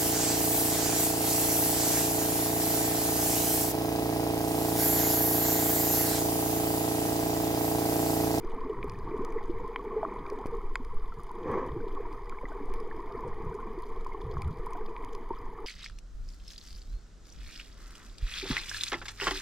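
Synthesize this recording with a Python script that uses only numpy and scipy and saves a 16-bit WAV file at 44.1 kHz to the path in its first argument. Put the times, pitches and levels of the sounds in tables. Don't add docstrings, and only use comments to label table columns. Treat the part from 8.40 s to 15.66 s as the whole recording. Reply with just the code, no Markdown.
import sys
import numpy as np
from scipy import signal
from scipy.fft import rfft, irfft, next_fast_len
from scipy.io import wavfile
from scipy.ndimage import uniform_filter1d, map_coordinates

SR = 44100
rng = np.random.default_rng(int(sys.argv[2]) if len(sys.argv) > 2 else 0)


def unload_audio(sound):
    columns = np.transpose(np.atleast_2d(sound))
    steps = np.round(np.clip(columns, -1, 1) * 32767)
    wavfile.write(sys.argv[1], SR, steps.astype(np.int16))


N = 320166

# t/s, level/dB
SURF_STRENGTH = [(0.0, -48), (0.28, -42), (0.55, -48.5), (0.78, -40), (1.07, -46), (1.29, -45.5),
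                 (1.58, -40.5), (2.06, -45), (2.45, -53), (2.82, -56), (3.1, -43), (3.5, -44.5),
                 (3.95, -50.5), (4.35, -46), (5.1, -45), (5.9, -48.5), (6.45, -47.5), (7.26, -50)]
# f/Hz, relative level/dB
TRICKLE_SPECTRUM = [(300, -65.5), (560, -25), (650, -13), (740, -13), (850, -4.5), (1030, 2.5), (1110, 0.5),
                    (1220, -4.5), (1370, -16), (1600, -18.5), (1900, -12.5), (2350, -12), (3300, -35),
                    (4500, -40), (9000, -88.5)]


def amp(db):
    return 10 ** (np.asarray(db) / 20)


def unit(x):
    return x / np.sqrt(np.mean(x ** 2) + 1e-20)


def along(points, hz):
    f, value = np.transpose(points)
    return np.interp(np.log(hz + 1), np.log(f + 1), value)


def curves(rows):
    s, *columns = np.transpose(rows)
    return [np.interp(np.arange(N) / SR, s, column) for column in columns]


def wobble(rate):
    knots = rng.standard_normal(int(N * rate / SR) + 4)
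    return map_coordinates(knots, [np.arange(N) * rate / SR])


def filtered(x, response):
    m = next_fast_len(N + SR // 2)
    return irfft(rfft(x, m) * response(np.fft.rfftfreq(m, 1 / SR)), m)[..., :N]


def coloured(x, level_db):
    m = 2 * next_fast_len(len(x) // 2 + SR // 10)
    cepstrum = irfft(np.log(amp(level_db(np.fft.rfftfreq(m, 1 / SR)))))
    cepstrum[1:m // 2] *= 2
    cepstrum[m // 2 + 1:] = 0
    return irfft(rfft(x, m) * np.exp(rfft(cepstrum)), m)[:len(x)]


def through(x, spectrum):
    return unit(coloured(x, lambda hz: along(spectrum, hz)))


def add(track, s, sound):
    part = track[max(round(s * SR), 0):][:len(sound)]
    part += sound[:len(part)]


def surge(s, hold_s, attack_s, release_s):
    t = np.arange(N) / SR - s
    return np.exp(np.minimum(t, 0) / attack_s - np.maximum(t - hold_s, 0) / release_s)


def ring(t, hz, cycles, rise):
    age = t * hz / cycles
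    envelope = np.exp(-age) * (1 - np.exp(-4 * age))
    glide = 1 + rise * np.minimum(age, 4)
    return envelope * np.sin(2 * np.pi * hz * t * glide)


def froth(count, low_hz, high_hz, cycles, spread_db, blur):
    when, pitch, size = rng.random((count, 3)).T
    t = np.arange(SR // 25) / SR
    hz = low_hz * (high_hz / low_hz) ** pitch
    notes = ring(t, hz[:, None], cycles, rise=0.0085)
    notes *= amp(spread_db * np.minimum(-np.log(1 - size), 3.5))[:, None]
    index = (when * N).astype(int)[:, None] + np.arange(len(t))
    swarm = np.bincount(index.ravel(), notes.ravel(), N)[:N]
    return unit(swarm) + blur * rng.standard_normal(N)


def flow():
    # f/Hz, relative level/dB
    sway_spectrum = [(3, -12), (8, 3.5), (13, 0), (22, -5), (32, -6), (50, -24), (80, -36.5), (160, -52.5),
                     (600, -110)]
    eddy_spectrum = [(20, -23), (50, 4.5), (110, 0.5), (165, -2), (215, -11), (400, -57.5), (1500, -100)]
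    # t/s, hold/s, level/dB
    thump_times = [(0.41, 0.24, -40), (0.717, 0.071, -46), (1.127, 0.019, -42.5), (1.818, .015, -43),
                   (2.068, 0.043, -48), (3.084, .02, -42), (3.297, 0.072, -43), (4.867, 0.019, -39),
                   (5.056, 0.028, -40), (5.854, 0.049, -41.5), (5.97, .12, -36)]
    sway_db = -36.5 + 2.9 * wobble(3.09)
    sway = amp(sway_db) * through(rng.standard_normal(N), sway_spectrum)
    lumps = amp(3.9 * wobble(45))
    eddies = unit(through(rng.standard_normal(N), eddy_spectrum) * lumps)
    current = amp(-57 + 2 * wobble(9))
    thumps = [amp(db) * surge(s, hold_s, attack_s=0.041, release_s=0.056) for s, hold_s, db in thump_times]
    strength = np.linalg.norm([current, *thumps], axis=0)
    return sway + strength * eddies


def far_shrimp():
    # f/Hz, relative level/dB
    crackle_spectrum = [(1500, -37), (2500, -18.5), (2900, 7), (3250, 3.5), (4100, -6.5), (4950, -1),
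                        (5700, -9), (6900, -8), (7600, -14), (9700, -9), (11500, -13), (15000, -14.5),
                        (15800, -32)]
    when, size = rng.random((2, 1300))
    sizes = amp(4.5 * np.minimum(-np.log(1 - size), 3.8))
    clicks = np.bincount((when * N).astype(int), sizes, N)
    t = np.arange(SR // 100) / SR
    decay = amp(-60 * t / 0.019)
    bursts = signal.fftconvolve(clicks, decay)[:N] * rng.standard_normal(N)
    z = signal.stft(bursts, nperseg=128)[2]
    paths = uniform_filter1d(rng.standard_normal(z.shape), 6, 0)
    paths = uniform_filter1d(paths, 8, 1)
    bursts = signal.istft(z * amp(4.94 * unit(paths)), nperseg=128)[1][:N]
    crackle = unit(bursts) + 0.76 * rng.standard_normal(N)
    return amp(-67.5) * through(crackle, crackle_spectrum)


def near_shrimp():
    # t/s, level before a common gain/dB, centre of tilt f/Hz, fall-off to either side/(dB/octave)
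    loud_snaps = [(.4426, -59, 11900, 10), (.4968, -48, 4570, 12), (.52, -54.5, 7000, -4),
                  (.849, -49.5, 7000, 5), (.9236, -54, 7000, -1), (1.8648, -46, 2800, 14.5),
                  (1.9009, -49.5, 3450, 5.5), (2.0609, -50.5, 5000, 4), (2.4488, -56, 4500, 4),
                  (2.8349, -59.5, 9000, 9), (2.9157, -62, 13000, 8), (3.728, -55.5, 5030, 6.5),
                  (3.8955, -48, 3250, 4), (4.339, -48.5, 4830, -2), (5.6475, -56, 7000, 0),
                  (6.02, -43, 5130, 4), (6.262, -58, 10200, 13), (6.3337, -52, 6360, 4),
                  (6.6477, -52.5, 7000, 4.5), (6.7503, -51, 5100, 8.5)]
    # f/Hz, relative level/dB
    snap_spectrum = [(500, -24), (1100, -53), (1600, -17), (2300, 12.5), (3300, -4), (4100, -8.5),
                     (4950, -1), (5800, -7), (7000, -7.5), (8000, -14.5), (9600, -3), (11500, -10),
                     (15000, -16)]
    track, t = np.zeros(N), np.arange(SR // 20) / SR
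    dull_hz, bright_hz = 5000, 12900
    strays = [(when * N / SR, -60.5 + 4 * (2 * size - 1), dull_hz * (bright_hz / dull_hz) ** colour, 3.5)
              for when, size, colour in rng.random(size=(11, 3))]
    for s, db, centre_hz, falloff_db in [*loud_snaps, *strays]:
        burst = rng.standard_normal(len(t)) * amp(-60 * t / .009)
        burst[0] += 5

        def snap_db(hz):
            octaves = np.abs(np.log2((hz + 100) / centre_hz))
            return along(snap_spectrum, hz) - falloff_db * octaves

        add(track, s, amp(db - 7.5) * unit(coloured(burst, snap_db)))
    return track


def pebbles():
    # t/s, peak level without the case ring/dB, dull above f/Hz, delay of rebound/s
    knocks = [(1.36, -17, 3500, .00092), (2.356, -15.5, 9500, 0.002)]
    # f/Hz, relative level/dB
    knock_spectrum = [(300, -37), (800, -5), (1050, -1), (1400, 4), (2200, 5), (2700, 4), (3300, -17),
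                      (4100, -14), (4900, -10.5), (5700, -42), (7000, -14.5), (8500, -25), (15000, -24)]
    # f/Hz, life/cycles, level/dB
    case_modes = [(1066, 3.5, -20.5), (2200, 9.4, -32), (3120, 4.4, -29)]
    track, t = np.zeros(N), np.arange(SR // 20) / SR
    case = sum(amp(db) * ring(t, hz, cycles, rise=0) for hz, cycles, db in case_modes)
    for s, db, dull_hz, rebound_s in knocks:
        contacts = np.zeros(len(t))
        contacts[0] = 1
        add(contacts, rebound_s, np.array([.4]))

        def knock_db(hz):
            return along(knock_spectrum, hz) - 10 * np.log10(1 + (hz / dull_hz) ** 20)

        clack = coloured(contacts, knock_db)
        add(track, s, amp(db) * clack / np.abs(clack).max() + case)
    return track


def wavelet():
    # f/Hz, relative level/dB
    wavelet_spectrum = [(30, -18), (65, -17), (150, -13), (260, -8.5), (400, -1.5), (500, 2.5),
                        (590, -12.5), (760, -12), (1080, 2), (1400, -22), (1800, -14.5), (2300, -19.5),
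                        (3000, -29), (4000, -47), (6000, -42.5), (14000, -76)]
    fold = surge(3.08, hold_s=0.11, attack_s=0.027, release_s=0.065)
    cloud = froth(count=2500, low_hz=130, high_hz=7200, cycles=0.61, spread_db=4, blur=2.4)
    level_db = -31 + 1.1 * wobble(33)
    return fold * amp(level_db) * through(cloud, wavelet_spectrum)


def puffs():
    # t/s, hold/s, level/dB
    puff_times = [(0.697, 0.34, -48.5), (1.858, 0.22, -50), (3.916, 0.21, -50.5), (4.62, 0.22, -48),
                  (6.258, 0.31, -49.5)]
    cloud = froth(count=1300, low_hz=603, high_hz=2740, cycles=5.6, spread_db=4.5, blur=.3)
    envelope = sum(amp(db) * surge(s, hold_s, attack_s=0.025, release_s=.05) for s, hold_s, db in puff_times)
    return through(cloud, TRICKLE_SPECTRUM) * envelope


def near_bubbles():
    # t/s, peak level before a common gain/dB, initial f/Hz, life/cycles
    loud_bubbles = [(.046, -26.5, 350, 1.3), (.247, -28.5, 264, 3), (.2956, -27.5, 433, 6.9),
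                    (.388, -31, 1020, 2.2), (.429, -24, 2370, 2.6), (.442, -25.5, 411, 4.2),
                    (.7136, -26, 353, 2.4), (.7917, -26, 243, 1.14), (.984, -36, 2000, 5),
                    (1.0953, -22, 349, 3), (1.3936, -30, 1110, 7.7), (1.563, -23.5, 435, 10.7),
                    (1.6299, -24.5, 650, 6), (1.6305, -19.5, 860, 1.2), (1.65, -21, 1110, 3.3),
                    (1.9214, -22, 427, 3.5), (2.04, -32, 1120, 3.1), (2.057, -18.5, 338, 0.39),
                    (2.1204, -29, 454, 10.6), (2.398, -33.5, 254, 2.3), (2.721, -37.5, 1320, 7.4),
                    (2.795, -34.5, 1150, 4), (2.908, -33.5, 980, 6.1), (3.362, -25.5, 354, 3.8),
                    (3.574, -32, 1055, 4), (3.924, -33, 1296, 3.2), (3.986, -36.5, 2240, 6.3),
                    (4.033, -30, 503, 2), (4.042, -31, 273, 0.81), (4.054, -33.5, 1980, 7.4),
                    (4.118, -39, 640, 4), (4.118, -41, 1510, 8.9), (4.2022, -30, 403, 2.7),
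                    (4.208, -34, 284, 3.6), (4.512, -34.5, 1750, 4.6), (4.718, -38, 990, 3.6),
                    (4.866, -26, 463, 5.6), (5.6636, -26, 1016, 4.2), (5.721, -39, 2130, 12),
                    (5.9691, -25.5, 1110, 3.1), (6.267, -28, 1007, 4.5), (6.323, -32, 1028, 9.5),
                    (6.35, -35.5, 710, 6.5), (6.565, -28, 2350, 1.8), (6.64, -37, 2070, 2.5),
                    (6.905, -26.5, 920, 8), (6.9076, -23, 376, 2), (7.187, -36, 1180, 5.6)]
    track, t = np.zeros(N), np.arange(SR // 10) / SR
    when, pitch, life = rng.random(size=(18, 3)).T
    churned = np.cumsum(amp(curves(SURF_STRENGTH)[0] / 2))
    stray_s = np.searchsorted(churned, when * churned[-1]) / SR
    low_hz, high_hz = 715, 2610
    stray_hz = low_hz * (high_hz / low_hz) ** pitch
    stray_db = -38 + 0.37 * along(TRICKLE_SPECTRUM, stray_hz)
    stray_cycles = 5.2 * (.5 + life)
    strays = zip(stray_s, stray_db, stray_hz, stray_cycles)
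    for s, db, hz, cycles in [*loud_bubbles, *strays]:
        note = ring(t, hz, cycles, rise=0.001)
        add(track, s, amp(db - 2.5) * note / np.abs(note).max())
    return track


def surf():
    # f/Hz, relative level/dB
    gurgle_spectrum = [(60, -45), (150, -18), (220, -14.5), (300, -10), (390, -0.5), (460, 2.5), (505, -8),
                       (555, -26), (600, -23), (645, -14), (730, -26), (900, -63), (3000, -100)]
    gurgle_db, = curves(SURF_STRENGTH)
    trickle_db = -47.5 + 0.52 * (gurgle_db - gurgle_db.mean())
    spurt = wobble(14)
    big = froth(count=2000, low_hz=173.6, high_hz=690.0, cycles=2.43, spread_db=4.0, blur=3.54)
    small = froth(count=3000, low_hz=659.0, high_hz=3460, cycles=5.55, spread_db=3.0, blur=3.14)
    gurgle = through(big, gurgle_spectrum) * amp(gurgle_db + 2.5 + 0.55 * spurt + 0.77 * wobble(25))
    trickle = through(small, TRICKLE_SPECTRUM) * amp(trickle_db + 1.03 * spurt)
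    return gurgle + trickle


def scene():
    water = far_shrimp() + near_shrimp() + pebbles() + wavelet() + puffs() + near_bubbles() + surf()
    lag_s = 2.1e-5
    side = np.array([[-1], [1]])
    pair = filtered(water, lambda hz: np.exp(1j * np.pi * hz * lag_s * side))
    hiss = amp(-81) * rng.standard_normal((2, N))
    return pair + flow() + hiss


def record(dry):
    # centre f/Hz, width/Hz
    blocked_bands = [(2713, 844), (5512, 420), (7903, 540), (10939, 980)]

    def response(hz):
        notches = [(c * c - hz * hz) / (c * c - hz * hz + 1j * hz * width) for c, width in blocked_bands]
        return np.prod(notches, axis=0) * (hz < 15800)

    return filtered(dry, response)


dry = scene()
out = record(dry)
unload_audio(out)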